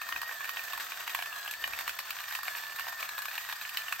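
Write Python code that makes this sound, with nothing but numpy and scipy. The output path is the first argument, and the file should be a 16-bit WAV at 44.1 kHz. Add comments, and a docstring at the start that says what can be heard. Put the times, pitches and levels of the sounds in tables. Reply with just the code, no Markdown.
"""Salt crackles and crunches over a wavering whine: a battery-driven spice mill grinds close by.
Brittle fracture of whole crystals rings the housing, while the burr scrapes and crumbles small grains.
The geared motor sings at a pitch that sags under the load.
The table and a small room reflect the sound, over a faint rumble, mains hum and bumps of the hand."""
import sys
import numpy as np
from scipy import signal
from scipy.fft import rfft, irfft, next_fast_len
from scipy.io import wavfile
from scipy.ndimage import map_coordinates

SR = 44100
rng = np.random.default_rng(int(sys.argv[2]) if len(sys.argv) > 2 else 0)


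def int16_out(signal):
    """Quantize to a 16-bit WAV file."""
    q = np.round(np.clip(np.atleast_2d(signal).T, -1, 1) * 32767)
    wavfile.write(sys.argv[1], SR, q.astype(np.int16))


N = 176400

# The housing's response to a blow. Each row: frequency in Hz, relative gain in dB.
HOUSING_RESPONSE = [(100, -54), (300, -37), (540, -19), (700, -10), (900, -4), (1190, 0.5), (1330, -4),
                    (1700, 5.5), (2080, -7), (2450, 2), (2950, -4), (3350, -8.5), (3750, -6), (4400, -10.5),
                    (6000, -19), (8500, -18.5), (12400, -8.5), (16000, -19.5)]
# Cracking crystals. Each row: time in seconds, then knock, snap and hiss levels in dB before band gain.
CRYSTAL_CRACKS = [(0.0156, -37, -40, -44), (0.0887, -39.5, -45, -42.5), (0.1239, -35, -38, -45),
                  (0.161, -37.5, -35.5, -47), (0.2163, -39, -43.5, -40), (0.2302, -37, -52, -48),
                  (0.292, -39, -48, -55), (0.3122, -41, -42.5, -52), (0.406, -41, -48, -60),
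                  (0.4517, -41.5, -45, -46), (0.492, -36.5, -39, -39), (0.5701, -40.5, -37.5, -50),
                  (0.592, -42.5, -39.5, -50), (0.6385, -49, -56, -44), (0.733, -37, -41, -41),
                  (0.776, -39.5, -44.5, -44), (0.7985, -41, -41.5, -47), (0.9197, -42, -39, -50),
                  (1.0058, -42.5, -45, -65), (1.0772, -37, -36, -42.5), (1.0952, -45, -39, -47),
                  (1.148, -32, -32, -36), (1.1895, -36, -40, -46), (1.2232, -35.5, -37.5, -41.5),
                  (1.2594, -42, -40, -47), (1.3268, -45, -42.5, -56), (1.4767, -42.5, -39.5, -45.5),
                  (1.511, -57, -41.5, -39), (1.5371, -46, -39.5, -44), (1.6403, -39, -29.5, -42.5),
                  (1.6764, -41, -44, -43.5), (1.7342, -41, -36, -50), (1.7893, -38, -38, -38),
                  (1.878, -34.5, -33.5, -38), (1.8932, -37.5, -36.5, -40.5), (1.9892, -39.5, -36.5, -39),
                  (2.001, -44, -46, -47), (2.1056, -38.5, -36, -38.5), (2.204, -43.5, -46, -46),
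                  (2.2389, -49, -46, -48), (2.3241, -44.5, -50, -44.5), (2.3504, -41, -34.5, -39.5),
                  (2.388, -39, -57, -45.5), (2.4319, -37.5, -48, -40.5), (2.4805, -35.5, -33.5, -42),
                  (2.5502, -44, -38.5, -52), (2.5688, -44, -47, -44.5), (2.5833, -46, -44, -44),
                  (2.7613, -44, -51, -43.5), (2.7868, -39.5, -40, -47), (2.7955, -36.5, -43, -41),
                  (2.8075, -53, -42, -49), (2.868, -41, -44, -52), (2.8829, -39, -42, -44),
                  (2.9264, -42.5, -53, -49), (2.998, -54, -51, -57), (3.027, -37.5, -36.5, -45),
                  (3.055, -46, -46, -50), (3.0906, -40, -42.5, -41), (3.1797, -37.5, -46, -41),
                  (3.1886, -43, -48, -42.5), (3.2201, -40.5, -45, -42), (3.2553, -38.5, -41.5, -41.5),
                  (3.2833, -39, -41.5, -46), (3.3129, -42, -45, -49), (3.354, -42, -45, -42.5),
                  (3.3791, -41.5, -34, -43), (3.4884, -43, -42, -48), (3.4966, -37.5, -42, -47),
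                  (3.5253, -38.5, -37, -41.5), (3.613, -42, -42, -47.5), (3.6501, -48, -39.5, -56),
                  (3.6921, -47, -42.5, -44), (3.7714, -46, -31.5, -35), (3.8822, -42.5, -38, -52),
                  (3.9247, -32.5, -32.5, -38), (3.9953, -41, -38.5, -45)]
# Knock, snap and hiss bands. Each row: band gain in dB, crumbling tail relative to the burst in dB.
CRACK_BANDS = [(-0.6, -21.5), (0, -19), (2.4, -6)]

def crystal_cracks(knock_edge_hz=1802, hiss_edge_hz=3550, ring_spread_db=2):
    """Brittle fracture: each crystal bursts, then crumbles, exciting the housing's resonances."""
    lead_s, rise_s, fall_s, crumble_s = 0.003, 0.00079, 0.0018, 0.013
    t = np.arange(SR // 20) / SR - lead_s
    rise, after = np.exp(np.minimum(t, 0) / rise_s), np.maximum(t, 0)
    fall, crumble = np.exp(-(after / fall_s) ** 2 / 2), np.exp(-after / crumble_s)
    knock = lambda hz: lowpass(hz, knock_edge_hz)
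    snap = lambda hz: lowpass(hz, hiss_edge_hz) * (1 - knock(hz))
    hiss = lambda hz: 1 - lowpass(hz, hiss_edge_hz)
    out = np.zeros(N + SR)
    for time_s, *levels in CRYSTAL_CRACKS:
        start = max(round((time_s - lead_s) * SR), 0)
        # Every crystal excites the resonances differently.
        colour = [(hz, db + ring_spread_db * rng.standard_normal()) for hz, db in HOUSING_RESPONSE]
        for band, db, (gain_db, crumble_db) in zip((knock, snap, hiss), levels, CRACK_BANDS):
            envelope = rise * (fall + amp(crumble_db) * crumble)
            ring = ringing(lambda hz: band(hz) * gain_at(colour, hz))
            burst = signal.fftconvolve(envelope * rng.standard_normal(len(t)), ring)
            burst *= np.sqrt(0.008 * SR / np.sum(burst ** 2))  # the energy of 8 ms at rms 1
            out[start:][:len(burst)] += amp(db + gain_db) * burst
    return out[:N]

# The burr scraping on powder. 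Each row: frequency in Hz, relative spectral density in dB.
SCRAPE_SPECTRUM = [(100, -46), (300, -25), (560, -17.5), (690, -6), (820, -11.5), (1200, -4), (1350, -4.5),
                   (1700, -4), (1860, -2), (2080, -11), (2480, -10.5), (3300, -11), (3650, -11),
                   (4450, -14), (4800, -13), (8500, -16), (11000, -31), (12700, -9.5), (16000, -19)]
# Fine splinters ticking. Each row: frequency in Hz, relative spectral density in dB.
SPLINTER_SPECTRUM = [(1000, -31), (4000, -10.5), (8000, -14.5), (12500, 3.5), (16000, -6.5)]

def burr():
    """Friction and fragmentation: scraping, crunching and ticking swell as the salt feeds unevenly."""
    scrape = noise(SCRAPE_SPECTRUM) * amp(-46 + 2 * wobble(120))
    crunch = amp(-49) * grains(per_second=170, spread_db=4.5, life_s=0.002, colour=HOUSING_RESPONSE)
    ticks = amp(-53.5) * grains(per_second=230, spread_db=7, life_s=0.0037, colour=SPLINTER_SPECTRUM)
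    feed = amp(1.33 * wobble(22))
    return (scrape + crunch + ticks) * feed

def grains(per_second, spread_db, life_s, colour, count=4000):
    """A Poisson process: small fractures of uneven size add in power and decay; the sum has rms 1."""
    gaps, strengths = -np.log(1 - rng.random((count, 2))).T
    starts = (np.cumsum(gaps) * SR / per_second).astype(int)
    sizes = amp(spread_db * np.minimum(strengths, 3))
    power = np.bincount(starts[starts < N], sizes[starts < N] ** 2, N)
    envelope = np.sqrt(signal.lfilter([1], [1, -np.exp(-2 / (life_s * SR))], power))
    bursts = envelope * rng.standard_normal(N)
    return unit(signal.fftconvolve(bursts, ringing(lambda hz: gain_at(colour, hz)))[:N])

# The gear whine, sagging when the burr bites. Each row: time in seconds, frequency in Hz.
WHINE_PITCH = [(0, 1812), (.28, 1878), (.34, 1813), (.39, 1700), (.49, 1855), (.57, 1869), (.66, 1759),
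               (.73, 1750), (1.0, 1853), (1.12, 1850), (1.21, 1640), (1.28, 1794), (1.35, 1672),
               (1.45, 1650), (1.58, 1790), (1.73, 1839), (1.85, 1816), (1.92, 1718), (2.04, 1766),
               (2.11, 1686), (2.27, 1845), (2.44, 1826), (2.51, 1726), (2.7, 1759), (2.85, 1818),
               (2.95, 1816), (3.02, 1735), (3.2, 1680), (3.28, 1716), (3.33, 1827), (3.45, 1899),
               (3.56, 1850), (3.63, 1709), (3.73, 1843), (3.82, 1753), (4, 1835)]
# The whine's fundamental. Each row: time in seconds, level in dB.
WHINE_LEVEL = [(0, -46.5), (.1, -45.5), (.55, -47), (.72, -46.5), (.87, -59), (1.15, -48.5), (1.3, -46.5),
               (1.75, -46), (1.95, -55), (2.2, -57), (2.32, -48), (2.88, -46), (3.05, -49.5), (3.17, -45),
               (3.5, -52), (3.85, -47.5), (4, -50)]
# A faster gear's high whine. Each row: time in seconds, level in dB.
FAST_GEAR_LEVEL = [(0, -61.5), (.9, -62), (1.65, -60), (2.27, -64), (2.55, -57), (3.3, -63), (3.55, -62)]

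def geared_motor(jitter_hz=21.2, flutter_db=2.5):
    """Gear meshing: tones follow the motor's speed, modulated in pitch and level by the grinding."""
    phase = 2 * np.pi * np.cumsum(curve(WHINE_PITCH)) / SR
    def tone(ratio):
        flutter = amp(flutter_db * wobble(150))
        shake = 2 * np.pi * np.cumsum(jitter_hz * wobble(280)) / SR
        return unit(flutter * np.sin(ratio * phase + shake))
    whine = amp(curve(WHINE_LEVEL)) * tone(1) + amp(-61) * tone(2)
    return whine + amp(curve(FAST_GEAR_LEVEL)) * tone(2.5)

# The low mids as the mill is carried about. Each row: time in seconds, gain in dB.
LOW_MID_GAIN = [(0, 1), (1.1, 0.5), (1.8, 2.5), (2.05, 0.5), (2.33, -10), (2.5, 1), (3.25, -2), (3.6, -8),
                (4, 0)]

def carried_about(mill, edge_hz=720):
    """Shelf filtering: the sound below the edge swells and dips as the mill moves."""
    low = filtered(mill, lambda hz: lowpass(hz, edge_hz, order=10))
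    return mill + low * (amp(curve(LOW_MID_GAIN)) - 1)

# Stereo width of the reflections. Each row: frequency in Hz, gain of the side signal in dB.
SIDE_GAIN = [(270, -5), (740, -7), (1220, -4.5), (2010, -11), (3330, -5), (5500, -2.5), (8500, -1),
             (11500, 8), (12700, -17.5), (15500, -3)]

def table_and_room(mill, room_t60_s=0.16):
    """Decorrelation: reflections from the table and the room spread the mill between the ears."""
    mid = mill + amp(-10) * reflections(mill, room_t60_s, delay_s=0.0044)
    table = amp(-1) * reflections(mill, t60_s=0.025, delay_s=0.0004)
    room = amp(-2) * reflections(mill, room_t60_s, delay_s=0.002)
    side = filtered(table + room, lambda hz: gain_at(SIDE_GAIN, hz))
    return np.array([mid + side, mid - side])

def reflections(x, t60_s, delay_s, count=4, drifts_per_second=2.977):
    """Diffuse reverberation: decaying tails of unit energy, whose blend drifts as the mill moves."""
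    t = np.arange(SR // 4) / SR
    tails = rng.standard_normal((count, len(t))) * amp(-60 * t / t60_s) * (t > delay_s)
    tails /= np.linalg.norm(tails, axis=1, keepdims=True)
    paths = signal.fftconvolve(x[None], tails, axes=1)[:, :N]
    shares = np.array([wobble(drifts_per_second) for _ in paths])
    return np.sum(paths * shares, axis=0) / np.linalg.norm(shares, axis=0)

# The hand bumping the mill. Each row: peak time in seconds, half-width in seconds, level in dB.
HAND_BUMPS = [(0.165, 0.071, -63), (0.767, 0.02, -66), (1.696, 0.08, -65.5), (1.892, 0.033, -66.5)]
# A bump's dull tone. Each row: frequency in Hz, relative spectral density in dB.
BUMP_SPECTRUM = [(25, -22), (48, -4), (80, -7), (200, -19), (330, -11), (600, -42)]

def hand_bumps():
    """Soft impact: the hand gives the mill smooth pulses of low-frequency noise."""
    t = np.arange(N) / SR
    pulses = sum(amp(db) * np.exp(-((t - peak_s) / width_s) ** 2) for peak_s, width_s, db in HAND_BUMPS)
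    return noise(BUMP_SPECTRUM) * pulses

# The room's rumble. Each row: frequency in Hz, relative spectral density in dB.
RUMBLE = [(20, -20), (32, -22), (45, -0.5), (65, -5), (90, -6), (160, -8), (250, -13), (550, -25)]

def room_tone(hum_hz=121.4):
    """Partial coherence: low rumble reaches both ears nearly alike, along with a faint mains hum."""
    rumble = noise(RUMBLE) + amp(-9) * np.array([noise(RUMBLE), noise(RUMBLE)])
    hum = unit(np.sin(2 * np.pi * hum_hz * np.arange(N) / SR))
    return amp(-71.5) * rumble + amp(-83.5) * hum

def amp(db):
    """Decibels as an amplitude ratio."""
    return 10 ** (np.asarray(db) / 20)

def unit(x):
    """Normalisation to rms 1."""
    return x / np.sqrt(np.mean(x ** 2) + 1e-20)

def gain_at(points, hz):
    """Amplitude gain from (Hz, dB) points, interpolated on a log frequency axis."""
    knots_hz, db = np.transpose(points)
    return amp(np.interp(np.log(hz + 1), np.log(knots_hz + 1), db))

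def lowpass(hz, edge_hz, order=12):
    """Low-pass gain, one half at the edge."""
    return 1 / (1 + (hz / edge_hz) ** order)

def curve(rows):
    """Linear interpolation of (seconds, value) points at every sample."""
    return np.interp(np.arange(N) / SR, *np.transpose(rows))

def wobble(per_second):
    """Smooth random modulation: a spline through this many knots a second."""
    return map_coordinates(rng.standard_normal(N // 8), [np.arange(N) * per_second / SR], mode="wrap")

def filtered(x, response):
    """Zero-phase filtering by a gain over frequency."""
    size = next_fast_len(N + SR // 2)
    return irfft(rfft(x, size) * response(np.fft.rfftfreq(size, 1 / SR)), size)[..., :N]

def ringing(gain, size=1024):
    """Minimum-phase impulse response with this gain over frequency."""
    cepstrum = irfft(np.log(np.maximum(gain(np.fft.rfftfreq(size, 1 / SR)), 1e-6)))
    cepstrum[1:size // 2] *= 2
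    cepstrum[size // 2 + 1:] = 0
    return irfft(np.exp(rfft(cepstrum)))

def noise(colour):
    """Gaussian noise of rms 1 with this spectrum."""
    return unit(filtered(rng.standard_normal(N), lambda hz: gain_at(colour, hz)))

def scene():
    """Superposition: the mill, almost central, adds to its reflections and the quiet background."""
    mill = carried_about(geared_motor() + burr() + crystal_cracks())
    balance = amp([[-0.3], [0.3]])
    return table_and_room(mill) * balance + room_tone() + hand_bumps()

# The microphone's treble notch. Each row: frequency in Hz, gain in dB.
MIC_RESPONSE = [(8800, 0), (9150, -7), (9600, -22.5), (10600, -25), (11150, -8), (11900, -1)]

def record(dry, top_hz=15950):
    """Frequency response: the microphone notches the treble and limits the bandwidth."""
    return filtered(dry, lambda hz: gain_at(MIC_RESPONSE, hz) * (hz < top_hz))

dry = scene()
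out = record(dry)
int16_out(out)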